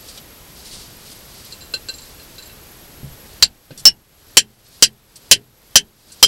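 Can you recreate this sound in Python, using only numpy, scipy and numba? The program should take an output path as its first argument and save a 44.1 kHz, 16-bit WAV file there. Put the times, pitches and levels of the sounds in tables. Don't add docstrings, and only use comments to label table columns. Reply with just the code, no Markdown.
import sys
import numpy as np
from scipy import signal
from scipy.fft import rfft, irfft, next_fast_len
from scipy.io import wavfile
from scipy.ndimage import map_coordinates
from numba import njit

SR = 44100
rng = np.random.default_rng(int(sys.argv[2]) if len(sys.argv) > 2 else 0)


def dump(signal):
    limited = np.clip(np.atleast_2d(signal).T, -1, 1)
    pcm = np.round(limited * 32767).astype(np.int16)
    wavfile.write(sys.argv[1], SR, pcm)


N = 276507
SHOT = 16384
AGE = np.arange(SHOT) / SR


def amp(db):
    return 10 ** (np.asarray(db) / 20)


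def burst(x):
    return x / np.sqrt(np.sum(x ** 2, axis=-1, keepdims=True) / (.02 * SR) + 1e-20)


def along(points, hz):
    f, v = np.transpose(points)
    return np.interp(np.log(hz + 1), np.log(f), v)


def wobble(rate):
    return map_coordinates(rng.standard_normal(1024), [np.arange(N) * rate / SR], mode="mirror")


def noise(spectrum):
    size = next_fast_len(N + 8192)
    eq = amp(along(spectrum, np.fft.rfftfreq(size, 1 / SR)))
    x = irfft(rfft(rng.standard_normal(size)) * eq, size)[:N]
    return x / np.sqrt(np.mean(x ** 2) + 1e-20)


def pulse(spectrum, tilt_db=0):
    hz = np.fft.rfftfreq(SHOT, 1 / SR)
    cepstrum = irfft(np.log(amp(along(spectrum, hz) + tilt_db * np.log2(1 + hz / 100))))
    cepstrum[1:SHOT // 2] *= 2
    cepstrum[SHOT // 2 + 1:] = 0
    return irfft(np.exp(rfft(cepstrum)))


def add(track, s, sound):
    start = round(s * SR)
    track[start:start + SHOT] += sound[:N - start]


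# (frequency [Hz], t60 [s])
PASSAGE_DECAY = [(60, 0.33), (170, 0.08), (430, 0.043), (700, 0.072), (1100, 0.01), (1700, 0.092),
                 (3000, 0.073), (6000, 0.053), (10000, 0.061), (15000, 0.047)]
def walls(x, build_s=.005, first_share=.85, crowd_s=0.01):
    hz, t, grains = signal.stft(rng.standard_normal(SHOT), SR, nperseg=128)
    fading_s = np.hypot(t, crowd_s) - crowd_s
    decay = amp(-60 * fading_s / along(PASSAGE_DECAY, hz)[:, None])
    tail = signal.istft(grains * decay, SR, nperseg=128)[1][:SHOT]
    tail *= 1 - (1 - first_share) * np.exp(-AGE / build_s)
    return burst(irfft(rfft(x, 2 * SHOT) * rfft(tail, 2 * SHOT))[..., :SHOT])


# (frequency [Hz], level [dB])
HISS_EQ = [(12, -29.5), (20, 0), (83, -1.5), (119, -4), (153, -5), (191, -6.5), (298, -8.5), (465, -9),
           (725, -13.5), (2330, -17.5), (3960, -17.5), (10200, -22.5), (11400, -17.5), (12400, -23.5),
           (15500, -24.5)]
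# (pitch [Hz], rms level [dB], wander [Hz])
WHINES = [(7897, -67, 51), (11724, -53, 15), (15720, -73, 10)]
def hiss_and_whine(hiss_db=-43, waver_db=4.0, jitter_hz=36):
    track = amp(hiss_db) * noise(HISS_EQ)
    for hz, db, wander_hz in WHINES:
        pitch = hz + wander_hz * wobble(26) + jitter_hz * wobble(240)
        level = amp(db + waver_db * wobble(170))
        track += level * np.sqrt(2) * np.sin(2 * np.pi * np.cumsum(pitch) / SR)
    return track


def swell(peak_s, rise_s, fall_s):
    t = np.arange(N) / SR - peak_s
    return np.exp(-.5 * (t / np.where(t < 0, rise_s, fall_s)) ** 2)


# (frequency [Hz], level [dB])
CLOTH_EQ = [(200, -43), (1500, -13), (2800, -1.5), (4700, 7.5), (6500, 0), (9500, 0.5), (12000, -13),
            (15500, -34)]
# (time [s], level [dB], half length [s])
REACHES = [(0.098, -45, 0.069), (0.737, -38, 0.11), (1.105, -45, 0.11), (1.424, -45.5, .13),
           (2.1, -50, 0.28)]
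def sleeves(fidget_db=-59.5, flutter_db=1.7, backswing_lead_s=0.052):
    moves = [amp(db) * swell(s, half_s, half_s) for s, db, half_s in REACHES]
    moves += [amp(db) * swell(s - backswing_lead_s, rise_s=.14, fall_s=0.089) for s, *_, db in BLOWS]
    level = np.sqrt(amp(fidget_db) ** 2 + sum(move ** 2 for move in moves))
    return level * amp(flutter_db * wobble(45)) * noise(CLOTH_EQ)


# (time [s], level [dB], t60 [s], brightness [dB/octave])
SCUFFS = [(0.082, -38, 0.091, -1), (.174, -37.5, 0.0072, -3.5), (1.113, -41, 0.048, 5),
          (3.710, -40, 0.035, -12), (3.775, -32, 0.029, 5.5), (3.793, -34, 0.021, 7.5),
          (5.156, -32.5, 0.021, 4.5), (6.118, -33.5, .03, 9)]
def scuffs(roughness=0.51):
    track = np.zeros(N)
    for s, db, t60, tilt_db in SCUFFS:
        grains = rng.standard_normal(SHOT) * np.exp(roughness * rng.standard_normal(SHOT))
        scrape = signal.fftconvolve(grains * amp(-60 * AGE / t60), pulse(CLOTH_EQ, tilt_db))[:SHOT]
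        add(track, s, amp(db) * walls(scrape))
    return track


def ring(hz, db, t60, direct_db=-14):
    modes = np.sin(2 * np.pi * np.outer(hz, AGE)) * amp(-60 * AGE / np.reshape(t60, (-1, 1)))
    signs = rng.choice([-1, 1], len(hz))
    return burst((signs * amp(db)) @ (walls(modes) + amp(direct_db) * burst(modes)))


# (pitch [Hz], loose level [dB], seated level [dB], loose t60 [s])
CHISEL_MODES = [(1556, -17, -20.5, 0.13), (2725, -7, -13.5, 0.11), (4026, 3, -23.5, 0.12),
                (4194, 3, -13, 0.053), (4173, -2.5, -15.5, 0.07), (4547, -0.5, -8.5, 0.025),
                (4965, -8, -5, 0.038), (5467, -28.5, -4.5, 0.036), (5816, -25, -1, 0.064),
                (6173, -33, -8.5, 0.031), (7203, -2, -15, 0.11), (7575, 0, -7.5, 0.11),
                (8010, -29, -8, 0.091), (9350, -32, -12.5, .07), (10100, -32.5, -13.5, .07),
                (10370, -20.5, -17.5, .07), (13700, -23, -27, .04)]
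# (frequency [Hz], level [dB])
CRACK_EQ = [(200, -34), (700, -25.5), (1100, -32), (1600, -5), (2300, -9), (3100, 8.5), (3600, -4),
            (5000, 6.5), (7000, 1), (9500, -3.5), (12000, -12), (16000, -27.5)]
THUD_EQ = [(20, -27.5), (70, -15.5), (140, -3.5), (240, -8), (360, 0), (520, 3.5), (680, -13), (950, -10.5),
           (2500, -36.5)]
def clink(tilt_db, sustain, tick_db=-17, knock_db=-17, detune=0.0043):
    hz, loose_db, _, t60 = np.transpose(CHISEL_MODES)
    notes = hz * (1 + detune * rng.standard_normal(len(hz)))
    steel = ring(notes, loose_db + tilt_db * np.log2(hz), sustain * t60, direct_db=-4)
    stone = amp(tick_db) * walls(pulse(CRACK_EQ)) + amp(knock_db) * walls(pulse(THUD_EQ))
    return steel + stone


# (time [s], level [dB], brightness [dB/octave], sustain [x loose t60],
# bounces [rounded count, none if negative])
TOUCHES = [(1.413, -45, -28, .6, 0), (1.523, -34.5, -3, 0.85, -0.5), (1.608, -38.5, -2, 2, 0),
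           (1.7384, -20, -8.5, .35, 0), (1.886, -24.5, -6.5, 0.65, 3), (2.197, -44.5, -9, 0.42, -0.5),
           (2.382, -37, -8, 0.65, 1.5), (2.496, -45.5, -14, 0.42, -0.5), (3.708, -39.5, -17.5, .3, -1),
           (6.101, -44, -15, 0.55, -0.5)]
def setting_chisel(flight_shrink=0.81, bounce_loss_db=3):
    track = np.zeros(N)
    for s, db, tilt_db, sustain, bounces in TOUCHES:
        add(track, s, amp(db) * clink(tilt_db, sustain))
        flight_s = .076 + .00092 * db
        bounce_db = -28.5 + 0.35 * db
        for k in range(round(bounces)):
            s += flight_s * flight_shrink ** k
            add(track, s, amp(bounce_db - bounce_loss_db * k) * clink(tilt_db=3, sustain=0.59))
    return track


def thump(spectrum, tilt_db, wet_db):
    push = burst(pulse(spectrum, tilt_db))
    return burst(push + amp(wet_db) * walls(push))


# (frequency [Hz], level [dB])
BUMP_EQ = [(20, -26), (70, -13), (100, -15.5), (140, 1), (220, -13.5), (500, -14.5), (1200, -37),
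           (5000, -57.5)]
# (time [s], level [dB], brightness [dB/octave])
BUMPS = [(2.987, -44, -1), (3.032, -28, -7), (3.098, -38, -21.5), (3.707, -28, 1)]
def body_bumps():
    track = np.zeros(N)
    for s, db, tilt_db in BUMPS:
        add(track, s, amp(db) * thump(BUMP_EQ, tilt_db, wet_db=6))
    return track


# (pitch [Hz], level [dB], t60 [s])
AIR_MODES = [(123.4, -16, 0.78), (170, -12.5, 0.25), (216, -10, 0.44), (300, -6.5, 0.083),
             (408, -2.5, 0.26), (494, -10.5, .17)]
def rock_thud(rock_hz, knock_db=-2, knock_decay_s=0.011, boom_db=-6.5):
    knock = burst(np.sin(2 * np.pi * rock_hz * AGE) * AGE * amp(-60 * AGE / knock_decay_s))
    boom = sum(rng.choice([-1, 1]) * amp(db - 60 * AGE / t60) * np.sin(2 * np.pi * hz * AGE)
               for hz, db, t60 in AIR_MODES)
    return thump(THUD_EQ, 0, wet_db=3) + amp(knock_db) * knock + amp(boom_db) * burst(boom)


# (time [s], level [dB], seating [0-1], crack [dB], thud [dB], rock pitch [Hz], bend pitch [Hz],
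# bend [dB], overtone pitch [Hz], overtone [dB], rebound delay [s, 0 for none], backswing rustle [dB])
BLOWS = [(3.4249, -2.5, 0.29, -7, -54, 484, 2886, -28.5, 4613, 1.5, 0.0054, -53.5),
         (3.8539, 3.5, 0.94, -7, -35, 450, 2888, -6, 5365, 10.5, 0.0094, -54.5),
         (4.37, 6, .87, 1.5, -22, 380, 3056, -6.5, 7370, -4.5, 0.000096, -50.5),
         (4.8242, 8, 0.95, -1, -25, 503, 3142, -13.5, 4790, -3.5, 0.00021, -44),
         (5.3125, 6, .85, 6.5, -18, 356, 3100, -7, 4020, -7.5, 0, -49),
         (5.7565, 5, 0.95, 3, -20.5, 597, 3120, -5, 6030, -2, 0.00035, -53),
         (6.2273, 8.5, 0.92, -6, -19.5, 900, 3162, 1, 5090, -2.5, 0.00096, -43)]
def hammering(pressed_t60=.022, bend_t60=0.052, overtone_t60=0.029, detune=0.0059, rebound_db=-5):
    track = np.zeros(N)
    hz, loose_db, seated_db, _ = np.transpose(CHISEL_MODES)
    pair = 1 + np.array([-0.014, 0.014])
    for (s, db, seating, crack_db, thud_db, rock_hz, bend_hz, bend_db,
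         overtone_hz, overtone_db, rebound_s, _) in BLOWS:
        mode_db = 10 * np.log10((1 - seating) * amp(loose_db) ** 2 + seating * amp(seated_db) ** 2)
        contacts = [(s, db), (s + rebound_s, db + rebound_db)] if rebound_s > 0 else [(s, db)]
        for contact_s, contact_db in contacts:
            steel = ring(hz * (1 + detune * rng.standard_normal(len(hz))), mode_db, pressed_t60)
            bend = amp(bend_db) * ring(bend_hz * pair, np.zeros(2), bend_t60)
            overtone = amp(overtone_db) * ring(overtone_hz * pair, np.zeros(2), overtone_t60)
            crack = amp(crack_db) * walls(pulse(CRACK_EQ))
            thud = amp(thud_db) * rock_thud(rock_hz)
            add(track, contact_s, amp(contact_db) * (steel + bend + overtone + crack + thud))
    return track


def scene():
    return (hammering() + setting_chisel() + sleeves() + scuffs() + body_bumps() + hiss_and_whine())[None]


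@njit
def gain_cut(level_db, limit_db=-6., depth_db=12.5, attack_db_per_s=1100, hold_s=.18, release_db_per_s=30):
    cut_db, now_db, held = np.zeros(len(level_db)), 0., 0
    for i in range(len(level_db)):
        held += 1
        if level_db[i] - now_db > limit_db:
            now_db = min(now_db + attack_db_per_s / SR, depth_db)
            held = 0
        elif held > hold_s * SR:
            now_db = max(now_db - release_db_per_s / SR, 0.)
        cut_db[i] = now_db
    return cut_db


def record(dry, top_hz=15850):
    level_db = 20 * np.log10(np.abs(dry[0]) + 1e-9)
    ducked = dry * amp(-gain_cut(level_db))
    oversampled = signal.resample_poly(ducked, 2, 1, axis=1)
    saturated = oversampled / (1 + oversampled ** 12) ** (1 / 12)
    crunch = signal.resample_poly(saturated, 1, 2, axis=1)
    size = next_fast_len(N + 8192)
    band = np.clip((top_hz - np.fft.rfftfreq(size, 1 / SR)) / 500 + .5, 0, 1)
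    return irfft(rfft(crunch, size) * np.sin(band * np.pi / 2) ** 2, size)[:, :N]


dry = scene()
out = record(dry)
dump(out)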